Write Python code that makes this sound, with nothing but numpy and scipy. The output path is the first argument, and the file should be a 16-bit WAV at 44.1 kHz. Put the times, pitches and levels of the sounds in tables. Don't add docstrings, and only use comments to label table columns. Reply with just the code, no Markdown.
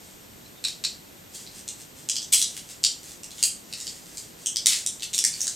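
import sys
import numpy as np
from scipy import signal
from scipy.fft import rfft, irfft
from scipy.io import wavfile
from scipy.ndimage import uniform_filter1d

SR = 44100
rng = np.random.default_rng(int(sys.argv[2]) if len(sys.argv) > 2 else 0)


def file_out(sig):
    cols = np.atleast_2d(sig).T
    lim = np.clip(cols, -1, 1)
    pcm = np.round(lim * 32767).astype(np.int16)
    wavfile.write(sys.argv[1], SR, pcm)


N = 244842


def from_db(db):
    return 10 ** (np.asarray(db) / 20)


def unit_energy(x):
    return x / np.sqrt(np.sum(x ** 2) + 1e-20)


def unit_rms(x):
    return x / np.sqrt(np.mean(x ** 2) + 1e-20)


def at_hz(curve, hz):
    freqs_hz, values = np.transpose(curve)
    return np.interp(np.log(np.maximum(hz, 1)), np.log(freqs_hz), values)


def eq(x, curve):
    gain = from_db(at_hz(curve, np.fft.rfftfreq(len(x), 1 / SR)))
    return irfft(rfft(x) * gain, len(x))


def band(x, low_hz, high_hz):
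    edges = np.clip([low_hz, high_hz], 10, .47 * SR)
    return signal.sosfilt(signal.butter(2, edges, "band", fs=SR, output="sos"), x)


def add(track, start_s, sound):
    start = int(start_s * SR)
    track[..., start:start + sound.shape[-1]] += sound[..., :N - start]


# freq_hz, gain_db
ROOM_TONE_EQ = [(15, -40), (28, -8.5), (55, -7), (85, -4.5), (170, -2.5), (300, -5), (480, -9),
                (1190, -17.5), (2400, -17), (3700, -17), (5200, -19), (8100, -17), (11900, -29.5),
                (15000, -29), (16000, -46)]
# freq_hz, side_db
ROOM_TONE_WIDTH = [(60, -15), (110, -9), (200, -5.5), (380, -1.5), (700, 2), (1290, 3), (2380, -1),
                   (4400, -6), (8120, -9.5), (15000, -33)]

def background(mid_db, whine_db, whine_hz, waver_hz):
    mid, side = (unit_rms(eq(rng.standard_normal(N), ROOM_TONE_EQ)) for _ in range(2))
    room_tone = from_db(mid_db) * (mid + eq(side, ROOM_TONE_WIDTH) * [[1], [-1]])
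    waver = unit_rms(uniform_filter1d(rng.standard_normal(N), size=300))
    pitch_hz = whine_hz + waver_hz * waver
    return room_tone + from_db(whine_db) * np.sin(2 * np.pi * np.cumsum(pitch_hz) / SR)


def grains(size, per_s, spread_db):
    strength = from_db(spread_db * np.minimum(rng.exponential(1, size), 4))
    return (rng.random(size) < per_s / SR) * strength * rng.choice([-1, 1], size)


# peak_s, length_s, gain_db
STROKES = [(0.022, 0.28, -56.5), (1.385, 0.21, -45), (1.559, 0.13, -45), (1.795, 0.06, -45),
           (1.99, 0.15, -48.5), (2.547, 0.15, -43.5), (2.702, 0.12, -45.5), (3.079, 0.19, -44.5),
           (3.39, 0.12, -40.5), (3.826, 0.44, -43.5), (4.157, 0.4, -48), (4.416, 0.13, -48),
           (4.754, 0.17, -32), (5.41, 0.29, -38)]
# freq_hz, gain_db
RUSTLE_EQ = [(1180, -19), (2000, -5.5), (2390, -11), (2680, -5), (3990, -3.5), (4470, -1), (7830, 3),
             (12500, -12), (16200, -20), (22000, -120)]

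def rustle(per_s, spread_db, gain_db, holding_db=-61.5, rise_share=0.48):
    t = np.arange(N) / SR
    friction = np.full(N, from_db(holding_db))
    for peak_s, length_s, stroke_db in STROKES:
        corners_s = [peak_s - rise_share * length_s, peak_s, peak_s + (1 - rise_share) * length_s]
        friction += from_db(stroke_db) * np.interp(t, corners_s, [0, 1, 0])
    texture = unit_rms(eq(grains(N, per_s, spread_db), RUSTLE_EQ))
    return from_db(gain_db) * friction * texture


def jolt(chatter_db, decay_s):
    t = np.arange(2048) / SR
    chatter = unit_energy(rng.standard_normal(len(t)) * np.exp(-t / decay_s))
    kick = (t == 0) + from_db(chatter_db) * chatter
    flat_spectrum = np.exp(1j * np.angle(rfft(kick)))
    return irfft(flat_spectrum)[:len(t) // 2]


def crack(low_hz, high_hz, chatter_db, decay_s):
    return unit_energy(band(jolt(chatter_db, decay_s), low_hz, high_hz))


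def mode(hz, width, chatter_db, decay_s):
    edge_ratio = np.exp(np.clip(width, .05, 1) / 2)
    return crack(hz / edge_ratio, hz * edge_ratio, chatter_db, decay_s)


# start_s, level_db, pitch_ratio, width_ratio
TABLET_HITS = [(.449, -33.5, 1.02, 0.098), (.640, -3.5, 1.005, 0.15), (0.674, -10.5, 1.14, 0.6),
               (.839, -2, 1.066, 0.19)]
# pitch_hz, level_db, tracking_exponent
ORGANIZER_MODES = [(2600, -16, 0.3), (4050, -0.5, 0.86), (5280, -8.5, 0.5), (7620, -7, -.5)]

def tablets(chatter_db, decay_s, crack_db):
    out = np.zeros(N)
    for start_s, level_db, pitch_ratio, width in TABLET_HITS:
        hit = from_db(crack_db) * crack(low_hz=1760, high_hz=9900, chatter_db=chatter_db, decay_s=0.0027)
        for hz, mode_db, tracking in ORGANIZER_MODES:
            hit += from_db(mode_db) * mode(hz * pitch_ratio ** tracking, width, chatter_db, decay_s)
        add(out, start_s, from_db(level_db) * hit)
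    return out


def squeak(start_s, length_s, pitch_hz, width_hz, energy_db):
    out = np.zeros(N)
    slips = rng.standard_normal(int(length_s * SR))
    ring = band(slips, pitch_hz - width_hz / 2, pitch_hz + width_hz / 2)
    add(out, start_s, from_db(energy_db) * unit_energy(ring * np.hanning(len(ring))))
    return out


# foil tearing, scrapes, and bright sizzle on top of some snaps.
# start_s, length_s, energy_db, low_cut_hz
CRACKLES = [(1.342, 0.011, -14.5, 3550), (2.3214, 0.023, 10, 2400), (2.352, 0.06, 0, 3120),
            (2.692, 0.024, -20.5, 2000), (3.43, 0.045, -4, 9000), (4.169, 0.0091, -16.5, 3500),
            (4.669, 0.072, 1, 1300), (5.024, 0.013, -10, 2000), (5.139, 0.014, -7, 6500),
            (5.247, 0.039, -7, 3500), (5.417, 0.022, -10, 5040)]
# freq_hz, gain_db
FOIL_EQ = [(590, -67), (1000, -14), (1320, -15.5), (1750, -20.5), (2200, -6), (2390, -10.5), (3190, -4.5),
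           (5440, -5), (6330, -3), (8160, 0.5), (11000, -11), (13900, -14.5), (16000, -27)]

def foil(per_s, spread_db, top_hz):
    out = np.zeros(N)
    for start_s, length_s, energy_db, low_cut_hz in CRACKLES:
        clicks = grains(4096, per_s, spread_db)
        progress = np.minimum(np.arange(len(clicks)) / SR / length_s, 1)
        swell = np.sqrt(np.abs(np.sin(np.pi * progress)))
        crackle = band(eq(clicks * swell, FOIL_EQ), low_cut_hz, top_hz)
        add(out, start_s, from_db(energy_db) * unit_energy(crackle))
    return out


# the flat sheet flexes low, the pocket rings above it, the grip damps both.
# start_s, gain_db, sheet_hz, pocket_hz, sharpness_db, width_ratio
SNAPS = [(1.4655, -19.5, 2400, 4300, -10, 0.26), (1.679, -14, 2800, 4200, 6.5, 0.38),
         (2.0887, -6, 3150, 4030, 8, 0.4), (2.1567, -2.5, 3260, 5000, -3, .27),
         (2.219, -11.5, 3550, 6040, -5, 0.22), (2.4162, -0.5, 3750, 4600, 2, 0.45),
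         (2.567, -17, 2600, 3800, 5.5, 0.74), (2.833, -18, 3000, 5200, 8, 0.27),
         (2.8394, 5.5, 3240, 4880, -2, 0.31), (3.2339, -16, 3020, 6300, -1.5, .34),
         (3.307, -20, 2740, 4050, 0, .47), (3.383, -19, 2400, 3330, 0, 0.26),
         (3.4278, 3.5, 3030, 5300, 3.5, 0.37), (3.7273, -9, 2900, 4800, -4, 0.42),
         (3.802, -14.5, 4030, 5200, 3.5, 0.25), (3.8686, -10, 3300, 4800, -1, 0.2),
         (4.172, -15.5, 2290, 4630, 3, 0.24), (4.4603, -0.5, 3200, 6450, -0.5, 0.21),
         (4.5599, 0.5, 3480, 5130, -5, 0.3), (4.6597, 4.5, 2400, 3960, 5, 0.55),
         (4.7233, -1.5, 2660, 4400, -15, 0.67), (4.8632, -4, 3590, 6170, 4, 0.25),
         (4.997, -20.5, 2420, 3640, 2, 0.38), (5.023, -7, 2680, 3800, -4.5, 0.4),
         (5.132, -15, 2600, 3620, 7, 0.46), (5.1367, -6.5, 2600, 3930, 3, 0.31),
         (5.18, 2.5, 3760, 6000, -3, 0.44), (5.24, 2, 2070, 5800, 4, 0.33),
         (5.33, -12.5, 2450, 4600, -3, .11), (5.4069, -2, 6100, 6430, -7, 0.25),
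         (5.4695, -8, 1650, 4540, 7, 0.36)]

def snaps(chatter_db, decay_s, crack_db):
    out = np.zeros(N)
    for start_s, gain_db, sheet_hz, pocket_hz, sharpness_db, width in SNAPS:
        sheet_db = -9.5 + 6 * np.log2(sheet_hz / 3000)
        sheet_width = 0.71 * width
        crease_hz = 7080 * (pocket_hz / 4570) ** 0.26
        attack = crack(low_hz=2400, high_hz=12600, chatter_db=chatter_db, decay_s=0.0022)
        snap = from_db(crack_db + 0.21 * sharpness_db) * attack
        snap += from_db(sheet_db) * mode(sheet_hz, sheet_width, chatter_db, decay_s)
        snap += mode(pocket_hz, width, chatter_db, decay_s)
        snap += from_db(sharpness_db) * mode(crease_hz, width, chatter_db, decay_s)
        add(out, start_s, from_db(gain_db) * snap)
    return out


# time_s, gain_db
FACING = [(1.6, 0.5), (2.1, -3), (2.4, 2), (3.7, 1), (4.661, 0.5), (4.86, 3.5), (5.03, 0), (5.2, 0.5)]

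def turning(pack):
    return pack * from_db(np.interp(np.arange(N) / SR, *np.transpose(FACING)))


# freq_hz, t60_s
ROOM_DECAY = [(1000, 0.22), (3000, 0.31), (6000, 0.29), (9000, 0.31), (14000, 0.11)]

def room(x, echoes, tail_db, predelay_s, build_s, side_db):
    t = np.arange(SR // 2) / SR
    early = np.zeros(len(t))
    for delay_s, echo_db in echoes:
        shift_s = rng.uniform(-.00022, .00022)
        early[int((delay_s + shift_s) * SR)] += from_db(echo_db)
    edges_hz = np.geomspace(500, 18000, 8)
    tail = np.zeros((2, len(t)))
    for low_hz, high_hz in zip(edges_hz, edges_hz[1:]):
        t60_s = at_hz(ROOM_DECAY, np.sqrt(low_hz * high_hz))
        tail += band(rng.standard_normal(tail.shape), low_hz, high_hz) * 1000 ** (-t / t60_s)
    fade_in = np.clip((t - predelay_s) / build_s, 0, 1)
    mid, side = (from_db(tail_db) * unit_energy(part) for part in tail * fade_in)
    response = early + mid + from_db(side_db) * side * [[1], [-1]]
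    return signal.fftconvolve(x[None], response, axes=1)[:, :N]


# delay_s, level_db
HAND_ECHOES = [(.0085, 0), (0.0097, -1.5), (0.01, -9.5), (.0146, -7), (.0165, -35), (.0235, -17),
               (.027, -6.5)]

def pack_reverb(pack):
    out, step = np.zeros((2, N)), SR // 2
    for start in range(0, N, step):
        piece = pack[start:start + step]
        wet = room(piece, HAND_ECHOES, tail_db=0.9, predelay_s=0.0024, build_s=0.016, side_db=-13.5)
        add(out, start / SR, wet)
    return out


# delay_s, level_db
ORGANIZER_ECHOES = [(.0092, -3), (0.0097, 3.5), (0.0144, -23), (0.0178, -18), (.027, -10)]

def organizer_reverb(organizer):
    return room(organizer, ORGANIZER_ECHOES, tail_db=2.0, predelay_s=0.0043, build_s=0.0038, side_db=-14.5)


def scene():
    organizer = tablets(chatter_db=5.0, decay_s=0.005, crack_db=-10.5)
    organizer += squeak(start_s=0.525, length_s=0.095, pitch_hz=3650, width_hz=260, energy_db=-32)
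    buckling = from_db(-1.6) * snaps(chatter_db=1, decay_s=0.0021, crack_db=-14.5)
    crackling = foil(per_s=6000, spread_db=3.2, top_hz=20000)
    crinkle = rustle(per_s=150, spread_db=4, gain_db=-10)
    hiss = rustle(per_s=3500, spread_db=2.0, gain_db=-9)
    pack = buckling + crackling + crinkle + hiss
    reverb = organizer_reverb(organizer) + pack_reverb(pack)
    bed = background(mid_db=-50, whine_db=-55, whine_hz=13184, waver_hz=6.8)
    return organizer + turning(pack) + reverb + bed


def record(dry):
    ceiling, cutoff_hz = 0.92, 16000
    low_pass = signal.ellip(10, .1, 80, cutoff_hz, fs=SR, output="sos")
    return signal.sosfilt(low_pass, np.clip(dry, -ceiling, ceiling))


dry = scene()
out = record(dry)
file_out(out)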